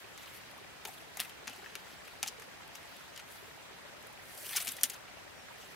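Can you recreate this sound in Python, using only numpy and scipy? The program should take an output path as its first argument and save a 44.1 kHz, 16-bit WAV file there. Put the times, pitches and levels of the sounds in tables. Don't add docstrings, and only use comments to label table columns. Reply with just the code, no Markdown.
import sys
import numpy as np
from scipy import signal
from scipy.io import wavfile

SR = 44100
rng = np.random.default_rng(int(sys.argv[2]) if len(sys.argv) > 2 else 0)


def voltage_ratio(decibels):
    exponent = np.asarray(decibels, float) / 20
    return 10 ** exponent


def to_wav(sig):
    pcm = np.clip(np.atleast_2d(sig), -1, 1) * 32767
    pcm = np.round(pcm).astype(np.int16)
    wavfile.write(sys.argv[1], SR, pcm.T)


N = 253575


def in_time(rows):
    s, *columns = np.transpose(rows)
    return [np.interp(np.arange(N) / SR, s, c) for c in columns]


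def at_hz(points, hz):
    f, value = np.transpose(points)
    return np.interp(np.log(hz), np.log(np.maximum(f, 1)), value)


def rms_one(x):
    return x / np.sqrt(np.mean(x ** 2) + 1e-20)


def drift(rate_hz):
    r = np.exp(-40 * np.pi * rate_hz / SR)
    noise = rng.standard_normal(N // 20 + 4002)
    slow = signal.lfilter([1], [1, -2 * r, r * r], noise)[4000:]
    return np.interp(np.arange(N) / 20, np.arange(len(slow)), rms_one(slow - slow.mean()))


def ring(x, hz, width_hz):
    r = np.exp(-np.pi * width_hz / SR)
    w = 2 * np.pi * hz / SR
    return signal.lfilter([0, np.sin(w)], [1, -2 * r * np.cos(w), r * r], x + 1e-18)


def modes(blow, table, scale, detune):
    total = 0
    for k, (hz, width_hz, db) in enumerate(table):
        total = total + (-1) ** k * voltage_ratio(db) * ring(blow, scale * hz * (1 + detune[k]), scale * width_hz)
    return total


def grains(shape, per_s, spread_db):
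    size = voltage_ratio(spread_db * np.minimum(rng.exponential(1, shape), 4)) * rng.choice([-1, 1], shape)
    return size * (rng.random(shape) < per_s / SR)


def coloured(source, spectrum, patchy_db, flicker_hz, likeness, lean_db):
    out = 0
    edges_hz = 16500 * 2 ** (np.arange(-29, 1) / 3)
    for k, (low, high) in enumerate(zip(edges_hz, edges_hz[1:])):
        hz = np.sqrt(low * high)
        if not spectrum[0][0] < hz < spectrum[-1][0]:
            continue
        band = signal.butter(2, [low, high], "band", fs=SR, output="sos")
        mid, side = signal.sosfilt(band, source[k % 2])
        c = np.clip(at_hz(likeness, hz), -1, 1)
        gain = voltage_ratio(at_hz(spectrum, hz) + patchy_db * drift(flicker_hz))
        gain = gain * voltage_ratio(at_hz(lean_db, hz) / 2 * np.array([[1], [-1]]))
        out = out + gain * (np.sqrt(1 + c) * mid + np.sqrt(1 - c) * side * [[1], [-1]])
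    return rms_one(out)


def brook():
    # f/Hz, density/dB
    wash_spectrum = [(15, -56), (26, -21), (48, -8), (97, -4.5), (221, -4), (289, -4.5), (331, -4.5),
                     (456, -6.5), (596, -4), (663, -3.5), (1290, -7.5), (1690, -4), (2600, -8.5),
                     (3130, -9.5), (15600, -26)]
    # f/Hz, correlation
    wash_likeness = [(60, 0.7), (130, 0.05), (290, -0.45), (640, 0.13), (1410, 0.23), (3100, -0.21),
                     (6820, -0.2), (15000, -0.17)]
    # f/Hz, lean/dB
    wash_lean = [(60, 2.5), (250, 1.5), (1000, 1), (4000, -1.5), (15000, 0.5)]
    wash = coloured(rng.standard_normal((2, 2, N)), wash_spectrum, patchy_db=1.2, flicker_hz=27,
                    likeness=wash_likeness, lean_db=wash_lean)
    born = grains((2, N), per_s=170, spread_db=4.5)
    dealt = rng.integers(0, 16, N)
    bubbles = 0
    for k, hz in enumerate(np.geomspace(400, 2700, 16)):
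        onset = ring(born * (dealt == k), hz, 0.097 * hz)
        bubbles = bubbles + ring(onset, hz, 0.27 * hz) * hz ** 1.32
    return voltage_ratio(-51) * (0.91 * wash + 0.37 * rms_one(bubbles))


def bird():
    # t/s, f/Hz, level/dB
    whistle = [
        (5.36, 5750, -90),
        (5.38, 5680, -63),
        (5.43, 5350, -64),
        (5.47, 5150, -86),
    ]
    hz, db = in_time(whistle)
    return voltage_ratio(db) * (db > -89) * np.sin(2 * np.pi * np.cumsum(hz) / SR)


def yard(x):
    t60_s, level_db, cut_hz = 0.073, -10.5, 18000
    t = np.arange(round(.2 * SR)) / SR
    echoes = grains((2, len(t)), per_s=1800, spread_db=-1.0) * voltage_ratio(-60 * t / t60_s)
    echoes = echoes * (t > .003)
    echoes = signal.lfilter(*signal.butter(1, cut_hz, fs=SR), echoes)
    echoes /= np.sqrt(np.sum(echoes ** 2, axis=1, keepdims=True))
    return voltage_ratio(level_db) * signal.fftconvolve(x[None], echoes, axes=1)[:, :N]


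def strokes():
    # peak t/s, fine rasp/dB, coarse rasp/dB, swell/s, fade/s (both over 20 dB)
    slides = [(0.0, -60.5, -72, .05, .15), (0.19, -62, -56.5, .03, .3), (0.35, -57, -58, 0.31, 0.17),
              (0.89, -55.5, -55, 0.075, 0.14), (0.99, -62, -67, .1, .12), (1.21, -48, -45, 0.059, 0.11),
              (1.49, -58, -50.5, 0.026, 0.26), (1.65, -72, -63, .04, 0.34), (1.77, -67, -60, .04, .2),
              (1.93, -60, -54, 0.24, .07), (2.06, -64, -58.5, 0.061, 0.27), (2.26, -57, -51, 0.055, 0.081),
              (2.42, -62, -62, 0.036, 0.11), (2.77, -63, -64, .04, 0.22), (2.95, -65, -60, .3, 0.46),
              (3.18, -66, -56, .06, .1), (3.315, -55.5, -59, .08, .25), (4.28, -57, -64, 0.071, .5),
              (4.46, -44.5, -53.5, 0.21, 0.35), (4.58, -36.5, -36.5, 0.13, 0.087),
              (4.69, -44.5, -44.5, .06, 0.15), (4.85, -46.5, -45.5, 0.054, 0.096),
              (4.94, -61, -56, 0.082, 0.063), (5.59, -61.5, -57.5, .08, 0.7)]
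    t = np.arange(0, N + 64, 64) / SR
    s, fine_db, coarse_db, swell_s, fade_s = np.transpose(slides)[:, :, None]
    shape_db = -20 * np.where(t < s, (s - t) / swell_s, (t - s) / fade_s)
    levels = []
    for db, stir_db in [(fine_db, -73), (coarse_db, -66.5)]:
        power = np.sum(voltage_ratio(2 * (db + shape_db)), axis=0) + voltage_ratio(2 * stir_db)
        levels.append(np.interp(np.arange(N) / SR, t, 10 * np.log10(power)))
    return levels


def rustle(fine_db, coarse_db):
    # f/Hz, density/dB
    fine_spectrum = [(2940, -34), (5000, -1), (6020, -5.5), (6500, -7), (8280, -5), (10400, -3),
                     (15600, -8.5)]
    coarse_spectrum = [(710, -53), (1200, -6.5), (3560, 0), (3850, -6.5), (5730, -1.5), (5960, -12),
                       (8000, -6), (10400, -53), (17600, -120)]
    surge_db = 1.5
    slips = grains((2, 2, N), per_s=8000, spread_db=4.0) * voltage_ratio(surge_db * drift(45))
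    fine = coloured(slips, fine_spectrum, patchy_db=1.2, flicker_hz=25,
                    likeness=[(1000, 0.81)], lean_db=[(1000, 0)])
    coarse = coloured(slips[::-1], coarse_spectrum, patchy_db=3.5, flicker_hz=26.4,
                      likeness=[(1000, 1.0)], lean_db=[(1000, 0)])
    return voltage_ratio(fine_db) * fine + voltage_ratio(coarse_db) * coarse


def soft_blows(rows, width_hz):
    size = 4096
    out, push = np.zeros(N + size), np.zeros(size)
    push[0] = 1
    for s, db, hz in rows:
        swell = ring(ring(push, hz, width_hz), hz, 3.6 * width_hz)
        at = round(s * SR)
        out[at:at + size] += voltage_ratio(db - 2.0) * swell / np.abs(swell).max()
    return out[:N]


def thuds():
    # t/s, peak level/dB, f/Hz
    landings = [
        (0.854, -45, 417),
        (0.87, -58, 406),
        (1.201, -52.5, 218),
        (1.474, -50.5, 229),
        (1.499, -53, 268),
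        (2.233, -62, 243),
        (4.568, -52, 402),
        (4.68, -51.5, 250),
        (4.838, -50.5, 258),
    ]
    return soft_blows(landings, width_hz=36)


def knocks():
    # t/s, peak level/dB, f/Hz
    bends = [(0.583, -46, 1115), (0.85, -41, 850), (0.877, -41.5, 855), (0.866, -46, 803),
             (0.888, -41, 762), (1.171, -44, 790), (1.198, -40.5, 730), (1.472, -46, 820), (1.49, -46, 820),
             (2.231, -36, 800), (2.261, -43.5, 810), (4.55, -42.5, 860), (4.605, -45.5, 700),
             (4.66, -44.5, 685), (4.838, -51, 720)]
    return soft_blows(bends, width_hz=66)


def contacts(rows, chatter_s, tick, chatter, rise_s):
    # f/Hz, width/Hz, level/dB
    crack_modes = [(8450, 1530, 1.5), (10960, 3100, 6.5), (14900, 3600, 0)]
    edge_modes = [(5030, 2400, -1), (6500, 1250, 2)]
    # pitch ratio, width over ring pitch, level/dB
    wall_modes = [(m, m * w, db) for m, w, db in [(.6, 0.44, 6), (1, 0.15, 8.5), (1.5, 0.44, 10.5)]]
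    size = 2048
    out = np.zeros(N + size)
    t = np.arange(size) / SR
    slips = rms_one(grains((len(rows), 3, size), per_s=20000, spread_db=1.5))
    detune = rng.normal(0, 1, (len(rows), 3))
    steep = signal.butter(2, 7400, "high", fs=SR, output="sos")
    envelope = np.exp(-t / max(chatter_s, 3e-4)) * (1 - np.exp(-t / rise_s))
    for (s, crack_db, hz, ring_db, edge_db), slip, d in zip(rows, slips, detune):
        blow = chatter * slip * envelope
        blow[:, 0] = tick * np.array([1, .6, .4])
        crack = signal.sosfilt(steep, modes(blow[0], crack_modes, 1, 0.039 * d))
        wall = modes(blow[1], wall_modes, hz, 0 * d)
        edge = modes(blow[2], edge_modes, 1, 0.016 * d)
        at = round((s + .0006) * SR)
        out[at:at + size] += voltage_ratio(crack_db) * crack + voltage_ratio(ring_db) * wall + voltage_ratio(edge_db) * edge
    return signal.sosfilt(signal.butter(3, 1100, "high", fs=SR, output="sos"), out[:N])


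def taps():
    # t/s, crack level/dB, ring f/Hz, ring level/dB, edge level/dB
    laid = [(0.176, -43, 1460, -49, -35.5), (0.231, -47, 2400, -52, -39), (0.851, -30.5, 2280, -39, -26.5),
            (0.8544, -48, 3170, -38.5, -52), (1.1706, -28.5, 2010, -43, -27.5),
            (1.195, -38, 2600, -34.5, -45), (1.2006, -20.5, 3320, -28, -21.5), (1.208, -26, 3180, -34, -36),
            (1.216, -38, 1900, -40, -42), (1.472, -35, 2450, -39, -36), (1.4772, -40, 2460, -34.5, -25.5),
            (1.4964, -42, 2600, -43, -48), (1.66, -57, 1780, -42.5, -55), (1.753, -33, 2410, -35.5, -29),
            (2.2283, -21.5, 2900, -29, -15), (2.235, -45, 2300, -34, -50), (2.2608, -42, 2770, -43, -36),
            (2.2765, -33, 5130, -39, -19), (2.3975, -41, 1620, -52, -37.5), (2.4204, -42, 1730, -44.5, -39),
            (2.754, -38, 2800, -46, -40), (3.161, -46, 4860, -42, -53), (3.1755, -39, 3000, -45, -35),
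            (3.198, -46, 2680, -48, -41)]
    pulled = [
        (4.0692, -42, 1590, -62, -62),
        (4.128, -47, 1660, -60, -63),
        (4.648, -29, 2370, -46, -42),
        (4.659, -30, 2830, -46, -44),
        (4.6712, -23, 2600, -34, -24),
        (4.6778, -24, 4100, -34, -23),
        (4.6873, -26, 3860, -34, -21),
        (4.8107, -36, 2690, -45, -27),
        (4.898, -26.5, 2960, -42.5, -38),
        (4.934, -34.5, 1570, -55, -40),
    ]
    rattling = [
        (4.552, -36, 3000, -40, -38),
        (4.5605, -22.5, 4940, -34, -21),
        (4.567, -26, 4840, -33, -30),
        (4.576, -28, 2400, -37.5, -34),
        (4.6004, -31, 3540, -38, -29),
        (4.612, -28, 3600, -46, -37),
        (4.622, -33, 2300, -47, -42),
    ]
    freed = [
        (4.8333, -6, 3270, -28.5, -10),
    ]
    scuffs = [(0.2573, -53, 3860, -46.5, -59), (0.871, -31, 2650, -56, -51), (0.88, -34, 1560, -54, -39),
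              (1.246, -36, 2400, -44, -50), (1.293, -37, 3200, -45, -44), (1.6404, -56, 1660, -45, -64),
              (2.075, -43, 2150, -49, -56), (2.2705, -29, 3120, -41, -27), (2.281, -28, 5000, -32, -32),
              (2.75, -40, 2150, -57, -31.5), (2.964, -41, 2830, -54, -61), (3.192, -42, 2770, -41.5, -47),
              (4.3745, -31, 4760, -45, -55), (4.49, -30, 3180, -41, -39), (4.565, -14.5, 4890, -28, -34),
              (4.621, -22, 2250, -46, -48), (4.7162, -22, 3270, -51, -49), (4.765, -29.5, 3400, -45, -32),
              (4.784, -47, 1980, -44.5, -45), (4.8351, -27, 3150, -29, -9), (4.853, -25, 2550, -45, -48),
              (4.8991, -41, 2230, -52, -22), (4.9394, -45, 1540, -59, -28.5), (5.079, -58, 2340, -46, -64)]
    # t/s, crack level/dB
    stems = [(0.372, -48), (0.512, -45.5), (0.577, -47), (0.92, -54), (0.941, -45), (0.98, -46),
             (1.012, -48), (1.2324, -38), (1.275, -48), (1.53, -46), (1.562, -45), (1.6, -51), (2.676, -46),
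             (2.828, -46), (3.286, -46), (4.025, -45), (4.252, -46), (4.314, -51), (4.918, -40),
             (4.961, -44), (5.525, -50)]
    faint = [(s, db, 2600, db - 12, db - 14) for s, db in stems]
    hard = contacts(laid, 0.0031, tick=1, chatter=.13, rise_s=0.00034)
    hard = hard + contacts(pulled, 0.0034, tick=1, chatter=0.12, rise_s=.0004)
    hard = hard + contacts(rattling, 0.0052, tick=0.43, chatter=0.24, rise_s=.0015)
    hard = hard + contacts(freed, 0.0036, tick=1, chatter=0.083, rise_s=0.00043)
    hard = hard + contacts(faint, 0.0024, tick=.4, chatter=0.28, rise_s=0.0011)
    soft = contacts(scuffs, 0.0038, tick=0, chatter=0.89, rise_s=0.0017)
    return voltage_ratio(0.5) * hard + voltage_ratio(-14.0) * soft


def scene():
    hit_lean_db, rustle_lean_db = 3, 2
    half = np.array([[.5], [-.5]])
    hits = taps() + knocks() + thuds()
    poles = hits * voltage_ratio(hit_lean_db * half) + rustle(*strokes()) * voltage_ratio(rustle_lean_db * half)
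    return poles + yard(hits) + brook() + bird()


def roll_off(x):
    return signal.sosfilt(signal.butter(12, 16570, fs=SR, output="sos"), x)


def record(dry):
    low = signal.butter(2, 38.8, "high", fs=SR, output="sos")
    top = signal.cheby2(12, 42, 16220, fs=SR, output="sos")
    mix = signal.sosfilt(np.vstack([low, top]), dry)
    return roll_off(mix)


dry = scene()
out = record(dry)
to_wav(out)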